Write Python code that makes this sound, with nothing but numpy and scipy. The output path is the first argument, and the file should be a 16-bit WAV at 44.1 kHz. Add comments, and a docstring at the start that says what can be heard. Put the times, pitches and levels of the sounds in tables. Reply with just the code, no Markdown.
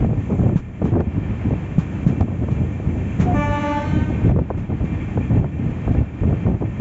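"""A locomotive's horns, heard at the open door of the running train: the high horn blips, then the low
one blows once, its diaphragm chopping air into a brassy stack of harmonics. The blast comes back from
things ahead, raised in pitch by the train's own speed. Underneath, wheels roar on the rails and thump
over welds, bogie by bogie, and the coach drones, while the slipstream buffets the microphone and makes
the gain control duck."""
import sys
import numpy as np
from scipy import signal
from scipy.fft import rfft, irfft, next_fast_len
from scipy.io import wavfile
from scipy.ndimage import uniform_filter1d, minimum_filter1d, map_coordinates

SR = 44100
rng = np.random.default_rng(int(sys.argv[2]) if len(sys.argv) > 2 else 0)


def wav_record(signal):
    """Record a signal, one row per channel, as 16-bit PCM in the file named by sys.argv[1]."""
    frames = np.transpose(np.atleast_2d(signal))
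    bounded = np.clip(frames, -1, 1)
    # unit amplitude maps onto the largest positive 16-bit level
    quanta = np.round(bounded * 32767).astype(np.int16)
    wavfile.write(sys.argv[1], SR, quanta)


N = 300223

# rolling bed, as the track grows rougher and smoother: (time [s], relative roar [dB], hiss [dB])
TRACK_ROUGHNESS = [(0, -48, -66), (.3, -51, -61), (1.2, -48, -68.5), (1.7, -49, -65), (1.95, -47.5, -62.5),
                   (2.8, -50, -63.5), (3.2, -46.5, -60), (4.2, -47, -63), (4.8, -46.5, -66),
                   (5.15, -48, -63.5), (6.2, -48, -67.5), (6.81, -50, -65.5)]
# resonances of the coach body and of the wheels: (frequency [Hz], width [Hz], relative level [dB])
COACH_MODES = [(184.8, 69, 16.5), (292, 60, 9.5)]
WHEEL_MODES = [(1150, 270, -6), (1400, 420, -6.5), (1819, 59, 4.5), (2113, 51, 2), (2368, 78, 5),
               (2680, 50, 0.5), (3204, 210, -5.5)]
# wheels hitting rail welds: (time [s], thump gain [dB], relative rattle [dB])
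WELD_HITS = [(0.558, 3, -49), (0.843, -0.5, -51), (1.782, 1.5, -49), (2.065, 1.5, -50), (2.507, -24, -56.5),
             (2.872, -5.5, -68), (3.198, 0.5, -42), (4.573, -10.5, -52), (4.842, -4.5, -56),
             (5.908, -9, -58.5)]
# tone of the rail roar, rail hiss and gear rattle: (frequency [Hz], relative level [dB])
ROAR_EQ = [(60, -17), (200, 8), (500, 9), (900, 4.5), (1500, -1), (2500, -4.5), (3200, -12), (3900, -21),
           (5000, -26.5), (8000, -26.5)]
HISS_EQ = [(2000, -32.5), (3500, -6), (4800, -13.5), (5600, -7.5), (6200, 1.5), (7400, 3.5), (8000, -12.5)]
RATTLE_EQ = [(300, -2), (1000, 16.5), (2300, 8), (3500, 0.5), (5000, -8), (6500, -1.5), (8000, -4)]
# slipstream gusts: (start [s], length [s], deep surge [dB], buffet [dB], flutter [dB])
WIND_GUSTS = [(0, 0.12, -19.5, -19, -30.5), (0.139, 0.055, -20.5, -23, -39),
              (0.291, 0.045, -28, -19.5, -26), (0.382, 0.15, -21, -17.5, -28.5),
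              (0.811, 0.074, -21.5, -20, -24), (0.915, 0.093, -19, -15, -21),
              (1.057, .025, -16.5, -20.5, -39), (1.151, 0.025, -19, -20.5, -35),
              (1.444, 0.053, -25, -21.5, -39), (1.499, .045, -26, -20.5, -30),
              (2.076, 0.057, -33, -20, -27.5), (2.198, 0.038, -16, -13, -29.5),
              (2.267, 0.077, -21.5, -22.5, -33.5), (2.403, 0.038, -24, -19, -30.5),
              (2.473, 0.05, -32.5, -19, -39.5), (2.589, 0.065, -24.5, -21, -38),
              (2.858, 0.051, -24, -26, -40), (3.184, .21, -22, -19.5, -30.5),
              (3.468, 0.026, -15.5, -27, -40), (3.908, 0.12, -20.5, -18, -51),
              (4.088, 0.019, -34, -16, -29), (4.236, 0.066, -16, -14.5, -28),
              (4.304, 0.11, -10, -8.5, -22.5), (4.509, 0.081, -17.5, -22.5, -30),
              (4.688, 0.049, -21.5, -15, -25), (4.8, 0.028, -17.5, -20.5, -33),
              (5.154, 0.088, -24, -21, -41.5), (5.293, .17, -18.5, -16.5, -29),
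              (5.562, 0.11, -29, -20.5, -47), (5.862, 0.055, -21, -20, -31), (5.956, 0.07, -15, -18.5, -28),
              (6.209, .13, -19.5, -20.5, -30), (6.45, 0.1, -18, -18, -25.5),
              (6.603, 0.042, -26, -16.5, -29), (6.79, .04, -20, -15, -24)]
# tone of the wind layers, deepest first: (frequency [Hz], relative level [dB])
SURGE_EQ = [(15, -26), (30, -20), (45, -9), (65, -2), (90, 2), (125, -9.5), (250, -44.5), (600, -83)]
BUFFET_EQ = [(30, -47.5), (70, -19), (110, 1), (180, -3), (260, -8), (400, -21.5), (800, -34), (2000, -76)]
FLUTTER_EQ = [(100, -26), (250, 5), (380, 5), (550, -6), (800, -10.5), (1200, -22.5), (2000, -38),
              (4000, -63.5)]
PUFF_EQ = [(120, -10), (330, 8.5), (500, 6.5), (900, -5.5), (1400, -15), (2200, -31.5), (4000, -52.5),
           (8000, -61)]
# swells of air pressure, too slow to hear: (start [s], peak [dB])
PRESSURE_SWELLS = [(0, -0.5), (0.438, 0.5), (.55, 6), (0.859, -0.5), (.97, 2.5), (2.19, 3.5), (4.27, 7),
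                   (4.4, 6.5), (4.59, 5), (5.35, 2.5), (5.948, 1), (6.45, 1.5)]
# hard single eddies hitting the microphone port: (time [s], level [dB])
EDDY_HITS = [(.044, -16.5), (0.13, -19.5), (.464, -20.5), (.492, -21), (.817, -16), (.936, -23),
             (.953, -16), (1.004, -15), (1.507, -23), (2.208, -14.5), (2.281, -21.5), (2.483, -24),
             (2.799, -27), (3.342, -25), (4.1, -27), (4.296, -20.5), (4.361, -11), (4.389, -8.5),
             (4.502, -11.5), (4.509, -10.5), (4.716, -20), (5.173, -15.5), (5.442, -16.5), (5.949, -18),
             (6.233, -18.5), (6.465, -25), (6.621, -17)]
# eddies that overload the microphone: (time [s], relative level [dB])
OVERLOADS = [(1.006, -27), (2.2102, -21), (4.3, -35)]
# the echo's tone, duller from farther off: (frequency [Hz], early level [dB], late level [dB])
ECHO_EQ = [(307, 0, 1), (615, -8, -9), (922, -8, -8), (1230, -11, -14), (1538, -8, -8), (1845, -14, -15),
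           (2150, -12, -16), (2460, -15, -19), (2770, -20, -27), (3080, -19, -25), (4000, -23, -34),
           (4800, -38, -47), (6200, -28, -39), (7500, -31, -43)]
# the high horn's blip: (time [s], pitch [Hz], level [dB])
HIGH_HORN_BLIP = [(3.25, 364, -44), (3.28, 364, -22), (3.305, 358.4, -21.5), (3.33, 355, -25.5),
                  (3.36, 369, -42), (3.45, 389, -52.5)]
# the high horn's tone: (frequency [Hz], level [dB])
HIGH_HORN_EQ = [(360, -15), (720, 5), (1080, -32.5), (1440, -20), (2200, -48), (5000, -61)]
# the low horn's bell along a changing path: (frequency [Hz], early level [dB], late level [dB])
LOW_HORN_EQ = [(292, 2, 2), (584, -1, -0.5), (876, -0.5, 1.5), (1168, -2, -3), (1460, -10, -13),
               (1752, -6.5, -9), (2044, -18, -10), (2336, -6, -16), (2630, -18, -19), (2920, -19, -21),
               (3212, -32, -30), (3500, -28, -30), (4100, -39, -37), (4700, -44, -43), (6000, -32, -41),
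               (7400, -32, -41)]

TOP_HZ = 7560  # ceiling for the horn harmonics and the whole mix


def amp(db):
    """Decibels to gain."""
    return 10 ** (np.asarray(db) / 20)


def unit(x):
    """Scale to rms 1."""
    return x / np.sqrt(np.mean(x ** 2) + 1e-20)


def along(points, hz):
    """Read (frequency [Hz], value) points on a log axis."""
    freqs, values = np.transpose(points)
    return np.interp(np.log(hz + 1), np.log(freqs + 1), values)


def curves(rows):
    """One automation curve for each column after the time."""
    times, *columns = np.transpose(rows)
    return [np.interp(np.arange(N) / SR, times, column) for column in columns]


def ramp(start, end):
    """Fade from 0 to 1 between two times in seconds."""
    return np.clip((np.arange(N) / SR - start) / (end - start), 0, 1)


def envelope(start, length, attack, release):
    """Rise from the start, hold to the end of the length, then die away (all in seconds)."""
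    t = np.maximum(np.arange(N) / SR - start, 0)
    return (1 - np.exp(-t / attack)) * np.exp(-np.clip((t - length) / release, 0, 20))


def wobble(rate):
    """Smooth random modulation, rate knots a second."""
    return map_coordinates(rng.standard_normal(int(N * rate / SR) + 4), [np.arange(N) * rate / SR])


def filtered(x, response):
    """Shape x with a gain that depends on frequency."""
    size = next_fast_len(N + SR // 2)
    return irfft(rfft(x, size) * response(np.fft.rfftfreq(size, 1 / SR)), size)[:N]


def noise(eq):
    """Noise of rms 1 with the given spectrum."""
    return unit(filtered(rng.standard_normal(N), lambda hz: amp(along(eq, hz))))


def steadied(x, seconds):
    """Level out the slow swells of x and keep its fast churning."""
    size = int(seconds * SR)
    power = uniform_filter1d(uniform_filter1d(x ** 2, size), size)
    return x / np.sqrt(np.abs(power) + 1e-9)


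def add(track, start, sound):
    """Mix a sound into the track at a start time in seconds."""
    part = track[max(round(start * SR), 0):][:len(sound)]
    part += sound[:len(part)]


def coach():
    """Shaken by the running gear, the coach body drones in step with the roar of the wheels."""
    roar_db, _ = curves(TRACK_ROUGHNESS)
    drone = np.zeros(N)
    for centre, width, db in COACH_MODES:
        band = filtered(rng.standard_normal(N), lambda hz: 1 / (1 + ((hz - centre) / width) ** 2) ** 2)
        drone += amp(roar_db + db) * unit(band)
    return drone


def rolling():
    """Rough steel on steel: a broad roar, the ringing of the wheels and a thin hiss."""
    def wheel_response(hz):
        modes = sum((-1) ** k * amp(db) * 1j * hz * width / (centre ** 2 - hz ** 2 + 1j * hz * width)
                    for k, (centre, width, db) in enumerate(WHEEL_MODES))
        return modes / (1 + (hz / 3300) ** 12)

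    roar_db, hiss_db = curves(TRACK_ROUGHNESS)
    ring = unit(filtered(rng.standard_normal(N), wheel_response))
    roar = amp(roar_db + 7 + 1.1 * wobble(16)) * noise(ROAR_EQ)
    return roar + amp(roar_db + 2 * wobble(41)) * ring + amp(hiss_db) * noise(HISS_EQ)


def welds():
    """Each wheel drops over a weld: the coach floor booms and the running gear rattles."""
    out, t = np.zeros(N), np.arange(SR // 4) / SR
    gear = noise(RATTLE_EQ)
    boom_shape = (1 - np.exp(-t / 0.00073)) * amp(-60 * t / 0.05)
    rattle_shape = (1 - np.exp(-t / 0.0025)) * np.exp(-(t / 0.051) ** 2)
    for start, thump_db, rattle_db in WELD_HITS:
        floor_hz = 160 * amp(rng.normal(0, 0.25))
        boom = boom_shape * np.sin(2 * np.pi * floor_hz * t)
        rattle = rattle_shape * gear[rng.integers(N - len(t)):][:len(t)]
        add(out, start, amp(thump_db) * boom + amp(rattle_db + 9.5) * rattle)
    return out


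def slipstream():
    """Gusts ride a wavering draught: big eddies surge and buffet the microphone, small ones flutter."""
    draught_db = np.array([[-27.5], [-28.5], [-40]])  # surge, buffet, flutter
    draught = amp(draught_db + 2.2 * wobble(16))
    shapes = np.array([envelope(start, length, attack=0.0056, release=0.02)
                       for start, length, *_ in WIND_GUSTS])
    gust_power = amp(np.array(WIND_GUSTS)[:, 2:]).T ** 2 @ shapes ** 2
    surge_gain, buffet_gain, flutter_gain = np.sqrt(draught ** 2 + gust_power)
    churn = wobble(70)
    surge = steadied(noise(SURGE_EQ), seconds=0.036)
    buffet = steadied(noise(BUFFET_EQ) * amp(2.9 * churn), seconds=0.056)
    flutter = steadied(noise(FLUTTER_EQ) * amp(3.8 * churn + 3.4 * wobble(170)), seconds=0.015)
    return surge_gain * surge + buffet_gain * buffet + flutter_gain * flutter


def swells(length_s=0.15):
    """Hard gusts press on the microphone as slow bumps, strong enough to pump the gain control."""
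    return sum(amp(db) * np.sin(np.pi * ramp(start, start + length_s)) ** 2
               for start, db in PRESSURE_SWELLS)


def lesser_eddies(per_gust):
    """Small eddies fall at random through each gust: (time [s], level [dB])."""
    return [(start + length * rng.uniform(), flutter_db + rng.normal(1.5, 2.5))
            for start, length, _, _, flutter_db in WIND_GUSTS for _ in range(per_gust)]


def puffs(push_db=-1):
    """An eddy that hits the microphone port makes a short rough pop on one low push of pressure."""
    out, t = np.zeros(N), np.arange(SR // 20) / SR
    air = noise(PUFF_EQ)
    pop_shape, push_shape = (t / rise_s * np.exp(1 - t / rise_s) for rise_s in (0.0022, 0.0024))
    for start, db in EDDY_HITS + lesser_eddies(per_gust=2):
        # a fresh scrap of turbulence for each eddy, brought to a set energy
        pop = pop_shape * air[rng.integers(N - len(t)):][:len(t)]
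        pop *= np.linalg.norm(pop_shape) / np.linalg.norm(pop)
        push_hz = 190 * amp(rng.normal(0, 1.8))
        push = push_shape * np.sin(2 * np.pi * push_hz * t) * rng.choice([-1, 1])
        add(out, start, amp(db) * (pop + amp(push_db) * push))
    return out


def cracks():
    """The microphone's diaphragm bottoms out for an instant: one broad click."""
    out = np.zeros(N)
    click = np.exp(-np.arange(SR // 200) / SR / 0.00012)
    for start, db in OVERLOADS:
        add(out, start, amp(db - 1.5) * click)
    return out


def reed(pitch_hz, eq, morph, fading_db, fading_rate):
    """A horn's diaphragm chops air into harmonics; moving air and ground bounces shift and fade each."""
    phase = 2 * np.pi * np.cumsum(pitch_hz) / SR
    middle_hz = np.median(pitch_hz)
    early, late = np.array(eq)[:, [0, 1]], np.array(eq)[:, [0, -1]]
    tone = np.zeros(N)
    for k in range(1, int(TOP_HZ / middle_hz) + 1):
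        harmonic_db = (1 - morph) * along(early, k * middle_hz) + morph * along(late, k * middle_hz)
        depth_db = fading_db * (k / 5) ** (1 / 3)  # short waves are disturbed the most
        shift = rng.uniform(0, 2 * np.pi) + np.log(amp(depth_db)) * wobble(fading_rate)
        tone += amp(harmonic_db + depth_db * wobble(fading_rate)) * np.cos(k * phase + shift)
    return tone


def horn_echo():
    """The train runs at what reflects the blast, so it returns sharp: more from ahead, less aslant."""
    level = amp(-34) * envelope(start=3.494, length=0.47, attack=0.099, release=0.3)
    farther = ramp(3.7, 4.2)
    ahead = reed(307.4 + 1.1 * wobble(150), ECHO_EQ, farther, fading_db=3, fading_rate=18)
    aslant = reed(303.8 + 2 * wobble(150), ECHO_EQ, farther, fading_db=3.5, fading_rate=24)
    return level * (ahead + amp(-3) * aslant)


def trackside_reverb(x, t60):
    """Many small reflections from the embankment and the coaches alongside."""
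    t = np.arange(SR) / SR
    tail = rng.standard_normal(SR) * amp(-60 * t / t60)
    return signal.fftconvolve(x, tail / np.linalg.norm(tail))[:N]


def high_horn():
    """The high horn barely speaks: one short blip that sags in pitch and lifts as it fades."""
    t = np.arange(N) / SR
    pitch_hz, level_db = curves(HIGH_HORN_BLIP)
    gate = (t > HIGH_HORN_BLIP[0][0]) * (t < HIGH_HORN_BLIP[-1][0])
    return gate * amp(level_db) * reed(pitch_hz, HIGH_HORN_EQ, morph=0, fading_db=0.5, fading_rate=8)


def low_horn(start=3.335, note_hz=292, sharp_hz=3.5, settle_s=0.035):
    """One full blast: it starts sharp as the air valve opens, then settles on its note."""
    since = np.maximum(np.arange(N) / SR - start, 0)
    pitch_hz = (note_hz + sharp_hz * np.exp(-since / settle_s)) * (1 + 0.0016 * wobble(150))
    level = amp(-27.5) * envelope(start, length=0.44, attack=0.023, release=0.078)
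    morph = ramp(3.4, 3.78)
    blast = reed(pitch_hz, LOW_HORN_EQ, morph, fading_db=1.8, fading_rate=30)
    # the bank slides past and throws back a dull, fluttering copy, a little flat
    bank_hz = pitch_hz * (0.988 + 0.008 * wobble(120))
    bank = reed(bank_hz, LOW_HORN_EQ, morph, fading_db=3.5, fading_rate=35)
    bank = filtered(bank, lambda hz: 1 / (1 + (hz / 2400) ** 2))
    return level * (blast + amp(-8) * bank)


def scene():
    """The mono mix at the doorway: wind and running gear, with the horns on top."""
    wind = slipstream() + swells() + puffs() + cracks()
    train = rolling() + coach() + welds()
    horns = high_horn() + low_horn()
    reverb = amp(-13) * trackside_reverb(horns, t60=0.5)
    return (wind + train + horns + reverb + horn_echo())[None]


def record(dry):
    """The gain control ducks past full scale, holds and recovers; then low cut, soft clip, high cut."""
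    hold, attack = int(0.05 * SR), int(0.006 * SR)
    recover_db_per_s, low_cut_hz, ceiling = 22, 27, 0.8
    over_db = 20 * np.log10(np.maximum(np.abs(dry[0]), 1))
    duck_db = minimum_filter1d(-over_db, hold, origin=(hold - 1) // 2)
    climb_db = recover_db_per_s * np.arange(N) / SR
    gain_db = np.minimum.accumulate(duck_db - climb_db) + climb_db
    ducked = dry[0] * amp(uniform_filter1d(gain_db, attack))
    trimmed = filtered(ducked, lambda hz: 1 - 1 / (1 + (hz / low_cut_hz) ** 10))
    rounded = trimmed / (1 + (trimmed / ceiling) ** 4) ** (1 / 4)
    return filtered(rounded, lambda hz: 1 / (1 + np.minimum(hz / TOP_HZ, 2) ** 300))[None]


dry = scene()
out = record(dry)
wav_record(out)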